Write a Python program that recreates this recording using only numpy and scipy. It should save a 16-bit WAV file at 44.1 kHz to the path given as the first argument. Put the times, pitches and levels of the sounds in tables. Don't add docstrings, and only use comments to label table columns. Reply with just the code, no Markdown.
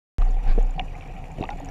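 import sys
import numpy as np
from scipy import signal
from scipy.fft import rfft, irfft
from scipy.io import wavfile
from scipy.ndimage import uniform_filter1d

SR = 44100
rng = np.random.default_rng(int(sys.argv[2]) if len(sys.argv) > 2 else 0)


def linear_from_db(decibels):
    return 10 ** (np.asarray(decibels, float) / 20)


def bounce(signal):
    frames = np.transpose(np.atleast_2d(signal))
    limited = np.clip(frames, -1, 1)
    pcm = np.round(limited * 32767).astype(np.int16)
    wavfile.write(sys.argv[1], SR, pcm)


N = 74970
START_S = .18362
CRACKLE_BAND_HZ = (5300, 12500)


def wobble():
    # time in seconds, level in dB.
    wobble_level = [(.185, -19), (.21, -13.5), (.3, -18), (.39, -19), (.425, -31.5), (.46, -19.5),
                    (.5, -10.5), (.55, -17.5), (.6, -13.5), (.66, -18.5), (.73, -27), (.9, -32),
                    (1.04, -42.5), (1.1, -35), (1.42, -42), (1.55, -31.5), (1.65, -40), (1.7, -33.5)]
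    # time in seconds, wobble speed in Hz.
    wobble_speed = [(.18, 72), (.2, 33.5), (.21, 28.5), (.23, 29.5), (.39, 29.7), (.41, 36), (.455, 38),
                    (.48, 24), (.51, 23), (.535, 27), (.57, 30.3), (.8, 29.7), (1.7, 29.5)]
    t = np.arange(N) / SR
    moving = t > START_S + .0012
    turns = np.cumsum(along(wobble_speed, t) * moving) / SR
    return np.sqrt(2) * linear_from_db(along(wobble_level, t)) * np.sin(2 * np.pi * turns)


def bumps():
    # time of the peak in seconds, peak in dB, width in seconds (negative for a pull).
    bump_rows = [
        (0.5797, -21, -.0007),
        (.5812, -25, .0008),
        (.584, -28, -.001),
        (0.5873, -23, .0007),
        (1.3872, -22, .0015),
        (1.4104, -13.5, .0011),
        (1.2, -26, -.003),
    ]
    out, t = np.zeros(N), np.arange(N) / SR
    for s, db, width in bump_rows:
        u = (t - s) / width
        sharpness = np.where(u < 0, 3., 1.)
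        out += np.sign(width) * linear_from_db(db) * np.exp(-sharpness * u ** 2)
    return out


def low_rings():
    # start in seconds, peak in dB, pitch in Hz, twice the time to fade by 30 dB in seconds.
    ring_rows = [
        (0.191, -37, 131, 0.19),
        (0.5751, -26, 185, 0.05),
        (1.042, -40.5, 149.7, 0.35),
        (1.14, -35.5, 175, 0.16),
        (1.228, -30, 135, 0.059),
        (1.291, -39, 160.2, 1),
        (1.383, -45, 175.7, 0.58),
        (1.403, -25.5, 315, 0.046),
        (1.57, -42.5, 122, 0.57),
        (1.61, -35.5, 275.4, 0.22),
    ]
    out = np.zeros(N)
    for s, db, hz, t60 in ring_rows:
        add(out, s, ring(db, hz, t60 / 2, rise_s=0.01, glide=0.011, rough=0.32, hold=1.45))
    return out


def gurgles():
    # start in seconds, peak in dB, pitch in Hz, length in seconds.
    gurgle_rows = [(0.217, -34, 732, 0.015), (0.264, -36.5, 753, 0.033), (.512, -34, 714, 0.012),
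                   (.584, -24.5, 680, 0.0095), (0.606, -35.5, 775, 0.013), (0.779, -28, 750, 0.032),
                   (0.797, -21.5, 750, 0.023), (0.968, -39.5, 753, .025), (1.382, -31, 645, 0.012),
                   (1.413, -31, 750, 0.014), (1.426, -24, 724, 0.014), (1.437, -27, 847, 0.011),
                   (1.4905, -23, 778, 0.017), (1.506, -30.5, 830, 0.047), (1.604, -31, 820, 0.0086),
                   (1.666, -39, 744, 0.017), (1.682, -37, 778, 0.028), (0.718, -49, 1570, 0.0072)]
    out = np.zeros(N)
    for s, db, hz, length in gurgle_rows:
        add(out, s, ring(db, hz, length, rise_s=0.0017, glide=0.019, rough=0.2, hold=2.28))
    return out


def rising_bubbles():
    # start in seconds, peak in dB, pitch in Hz, length in seconds, glide as a share of pitch.
    bubble_rows = [(1.4385, -35.5, 1150, 0.021, .09), (1.502, -45, 1420, .036, .02),
                   (1.6, -35, 600, .012, .1), (1.414, -33, 900, .01, 0.13),
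                   (.219, -34.5, 1150, 0.0087, .05), (.5781, -23.5, 458, 0.023, .01),
                   (1.6865, -42, 5730, .0065, 0.0084), (.944, -45.5, 2050, .014, .03),
                   (.755, -33, 160, .15, 0.13), (.952, -50, 1180, .012, .04),
                   (0.29, -49.5, 4450, 0.0037, .02)]
    out = np.zeros(N)
    for s, db, hz, length, glide in bubble_rows:
        add(out, s, ring(db, hz, length, rise_s=0.00107, glide=glide, rough=0.27, hold=2.3))
    return out


def ticks():
    # start in seconds, peak in dB, pitch in Hz.
    tick_rows = [(.585, -40, 1660), (.7366, -45, 2384), (.7948, -16, 2790), (.81, -38, 2270),
                 (.882, -40.5, 2470), (.906, -45, 2324), (.952, -39, 2325), (1.008, -38, 2650),
                 (1.022, -39, 2320), (1.057, -42, 2300), (1.083, -44, 2500), (1.093, -41.5, 2620),
                 (1.165, -36.5, 2380), (1.24, -39.5, 2396), (1.31, -43, 2390), (1.409, -40, 2690),
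                 (1.415, -39, 3770), (1.426, -29, 2550), (1.438, -28, 2660), (1.438, -31.5, 3600),
                 (1.453, -33, 2610), (1.4895, -25.5, 1955), (1.4895, -39, 2680), (1.503, -36.5, 2620),
                 (1.503, -38.5, 3710), (1.53, -43, 2270), (1.652, -47, 2350), (1.687, -39, 1700)]
    return cracks(tick_rows, length=0.0069, rough=.48, glide=.04,
                  burst_s=0.0016, burst_db=-8.5, band=(1800, 2900), near_db=-31)


def rushes():
    # centre in seconds, spread in seconds, level in dB, centre in Hz, width in Hz.
    rush_rows = [(.221, 0.0028, -44, 1000, 800), (0.22, 0.0037, -47.5, 2400, 3600),
                 (0.502, 0.021, -49.5, 3300, 3300), (.495, 0.043, -50.5, 1870, 1800),
                 (.5, 0.023, -49, 1640, 220), (0.508, 0.027, -50.5, 2400, 310),
                 (0.517, 0.025, -52, 1100, 120), (0.477, 0.021, -41, 770, 220),
                 (0.62, 0.025, -61, 1000, 1600), (0.604, 0.015, -56, 2600, 2900),
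                 (1.388, 0.0029, -46.5, 2600, 1200), (1.43, 0.024, -38.5, 500, 800),
                 (.425, 0.019, -47, 860, 280), (1.405, 0.023, -36.5, 300, 420),
                 (0.971, 0.028, -38, 107, 74), (0.639, 0.023, -47.5, 160, 230)]
    out, t = np.zeros(N), np.arange(N) / SR
    f = np.fft.rfftfreq(N, 1 / SR)
    for s, spread_s, db, hz, width in rush_rows:
        band = 1 + (2 * (f - hz) / width) ** 6
        noise = irfft(rfft(rng.standard_normal(N)) / band, N)
        swell = np.exp(-.5 * ((t - s) / spread_s) ** 2)
        out += linear_from_db(db) * evened(noise) * swell
    return out


def snaps():
    # start in seconds, peak in dB, pitch in Hz.
    snap_rows = [(.201, -47, 6900), (.247, -45.5, 6400), (.309, -42.5, 6900), (.317, -48, 5800),
                 (.594, -46.5, 6000), (.627, -43, 6700), (.708, -40.5, 7000), (.795, -45, 5830),
                 (.594, -56, 12000), (1.317, -46, 7050), (1.405, -45.5, 5800), (1.439, -48, 5800),
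                 (1.483, -53, 6900), (1.503, -41, 5800), (1.514, -56, 6870), (1.573, -47, 7350),
                 (1.581, -63, 10000), (1.6, -40.5, 6820), (1.6, -58, 12300), (1.647, -40, 6930),
                 (1.658, -41, 6800)]
    return cracks(snap_rows, length=0.0052, rough=0.29, glide=-.02,
                  burst_s=0.001, burst_db=-9.0, band=CRACKLE_BAND_HZ, near_db=-46.0)


def thin_crackles():
    # start in seconds, peak in dB, pitch in Hz.
    crackle_rows = [(0.2267, -50, 5700), (0.4509, -61, 5580), (0.4509, -53, 5670), (0.5277, -49, 6790),
                    (0.6694, -50, 6220), (0.7324, -57, 5680), (0.7394, -49, 5820), (0.854, -52, 6860),
                    (0.8959, -53, 6220), (0.9028, -53, 7280), (0.9264, -58, 6610), (0.9557, -52, 7020),
                    (0.9674, -49, 6780), (0.9782, -46, 6170), (0.9874, -48, 5840), (1.0004, -49, 6590),
                    (1.0184, -53, 7030), (1.0484, -55, 6930), (1.0755, -48, 5700), (1.1224, -54, 5790),
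                    (1.1538, -52.5, 6810), (1.1877, -54, 5500), (1.2271, -52, 5720), (1.2441, -51, 5750),
                    (1.2584, -54, 8360), (1.2654, -55, 6110), (1.2814, -54, 5810), (1.3274, -49, 7060),
                    (1.3848, -48, 5760), (1.4644, -52, 7010)]
    return linear_from_db(-1.5) * cracks(crackle_rows, length=0.0036, rough=0.45, glide=0,
                              burst_s=0.00087, burst_db=-2.0, band=CRACKLE_BAND_HZ, near_db=-70)


def flow():
    # time in seconds, level in dB.
    flow_level = [
        (.19, -37.5),
        (.35, -41.5),
        (.5, -36),
        (.7, -40.5),
        (1.3, -39.5),
        (1.42, -39),
        (1.7, -38.5),
    ]
    flicker_db = 1.5 * evened(uniform_filter1d(rng.standard_normal(N), 250))
    white = evened(rng.standard_normal(N) * linear_from_db(flicker_db))

    grain_size = linear_from_db(3.5 * np.minimum(rng.exponential(1, N), 3.5))
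    hits = rng.random(N) < 500 / SR
    grit = rng.standard_normal(N) * grain_size * hits
    grit = signal.lfilter([1, -.6], [1], evened(grit))

    hz, t, z = signal.stft(white + linear_from_db(-5.5) * grit, SR, nperseg=512, noverlap=384)
    patches = rng.standard_normal(z.shape[::-1]).T
    patches = evened(uniform_filter1d(uniform_filter1d(patches, 6, 0), 12, 1))
    patch_db = 2.5 * patches
    x = signal.istft(z * linear_from_db(patch_db), SR, nperseg=512, noverlap=384)[1][:N]
    return evened(shell(x, 34.0, SR)) * linear_from_db(along(flow_level, np.arange(N) / SR))


def cracks(events, length, rough, glide, burst_s, burst_db, band, near_db):
    out, burst, t = np.zeros(N), np.zeros(N), np.arange(900) / SR
    for s, db, hz in events:
        blur = 1 + max(near_db - db, 0) / 9.2
        add(out, s, ring(db, hz, blur * length, rise_s=0.00084 * blur, glide=glide, rough=rough, hold=1.125))
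        rise = np.minimum(t / (0.00041 * blur ** 2), 1)
        puff = np.exp(-t / (blur * burst_s)) * rise
        add(burst, s, linear_from_db(db + burst_db) * rng.standard_normal(900) * puff)
    return out + shell(burst, *band)


def ring(db, hz, length, rise_s, glide, rough, hold):
    t = np.arange(0, .4, 1 / SR)
    smoothing = np.hanning(max(round(4 * SR / hz), 8))
    waver = evened(signal.oaconvolve(rng.standard_normal(len(t)), smoothing, "same"))
    glided = t + glide * (t ** 2 / length - .5 * t)
    tone = np.sin(2 * np.pi * hz * glided + rough * waver)
    rise = np.sin(np.pi / 2 * np.minimum(t / rise_s, 1)) ** 2
    fade = linear_from_db(db - 30.1 * (t / length) ** hold)
    return fade * rise * tone * (1 + .5 * rough * waver[::-1])


def housing(hz):
    # frequency in Hz, level in dB.
    broad_colour = [(40, -2), (110, -16), (300, -21.5), (1000, -29.5), (1500, -36.5), (2900, -36),
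                    (3080, -43.5), (15000, -63)]
    # wall resonance in Hz, width in Hz, lift above the broad colour in dB.
    wall_rows = [(81.6, 12.8, 8.5), (135, 12.5, 10), (166, 25, 9.5), (269.3, 49, 6), (490.5, 66, 6),
                 (750, 160, 14), (882, 150, 2.5), (1180, 32, 1), (1884, 123, 6.5), (2390, 510, 5.5),
                 (3600, 1000, 2), (5800, 360, 6), (7000, 440, 9), (10860, 810, 3.5)]
    f, db = np.transpose(broad_colour)
    lift = sum(d / (1 + (2 * (hz - c) / w) ** 2) for c, w, d in wall_rows)
    return linear_from_db(np.interp(np.log(hz + 1), np.log(f), db) + lift)


def shell(x, low_hz, high_hz):
    hz = np.abs(np.fft.fftfreq(16384, 1 / SR))
    band = (1 + (low_hz / (hz + 1)) ** 4) * (1 + (hz / high_hz) ** 4)
    log_gain = np.log(housing(hz) / band + 1e-7)
    response = np.exp(np.conj(signal.hilbert(log_gain)))
    taps = np.fft.ifft(response).real[:8192]
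    return signal.oaconvolve(x, taps / np.linalg.norm(taps))[:N]


def evened(x):
    return x / np.sqrt(np.mean(x ** 2) + 1e-20)


def along(points, t):
    return np.interp(t, *np.transpose(points))


def add(mix, s, sound):
    part = mix[round(s * SR):][:len(sound)]
    part += sound[:len(part)]


def scene():
    touches = bumps() + low_rings()
    water = gurgles() + rising_bubbles() + ticks() + rushes()
    crackles = snaps() + thin_crackles()
    return (wobble() + touches + water + crackles + flow())[None]


def roll_off(x):
    return signal.sosfilt(signal.butter(12, 15400, fs=SR, output="sos"), x)


def record(dry):
    click_db, click_s, edge_hz = -20.5, 0.00025, 15400
    since = np.arange(N) / SR - START_S
    click = linear_from_db(click_db) * (1 - since / click_s) * np.exp(-np.abs(since) / (2 * click_s))
    click = click * np.clip(since / .00005, 0, 1)
    fade_in = np.clip(since / 0.00074, 0, 1)
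    heard = dry * fade_in + click * (since > 0)
    heard = signal.oaconvolve(heard, signal.firwin(255, edge_hz, fs=SR)[None], "same")
    return roll_off(heard)


dry = scene()
out = record(dry)
bounce(out)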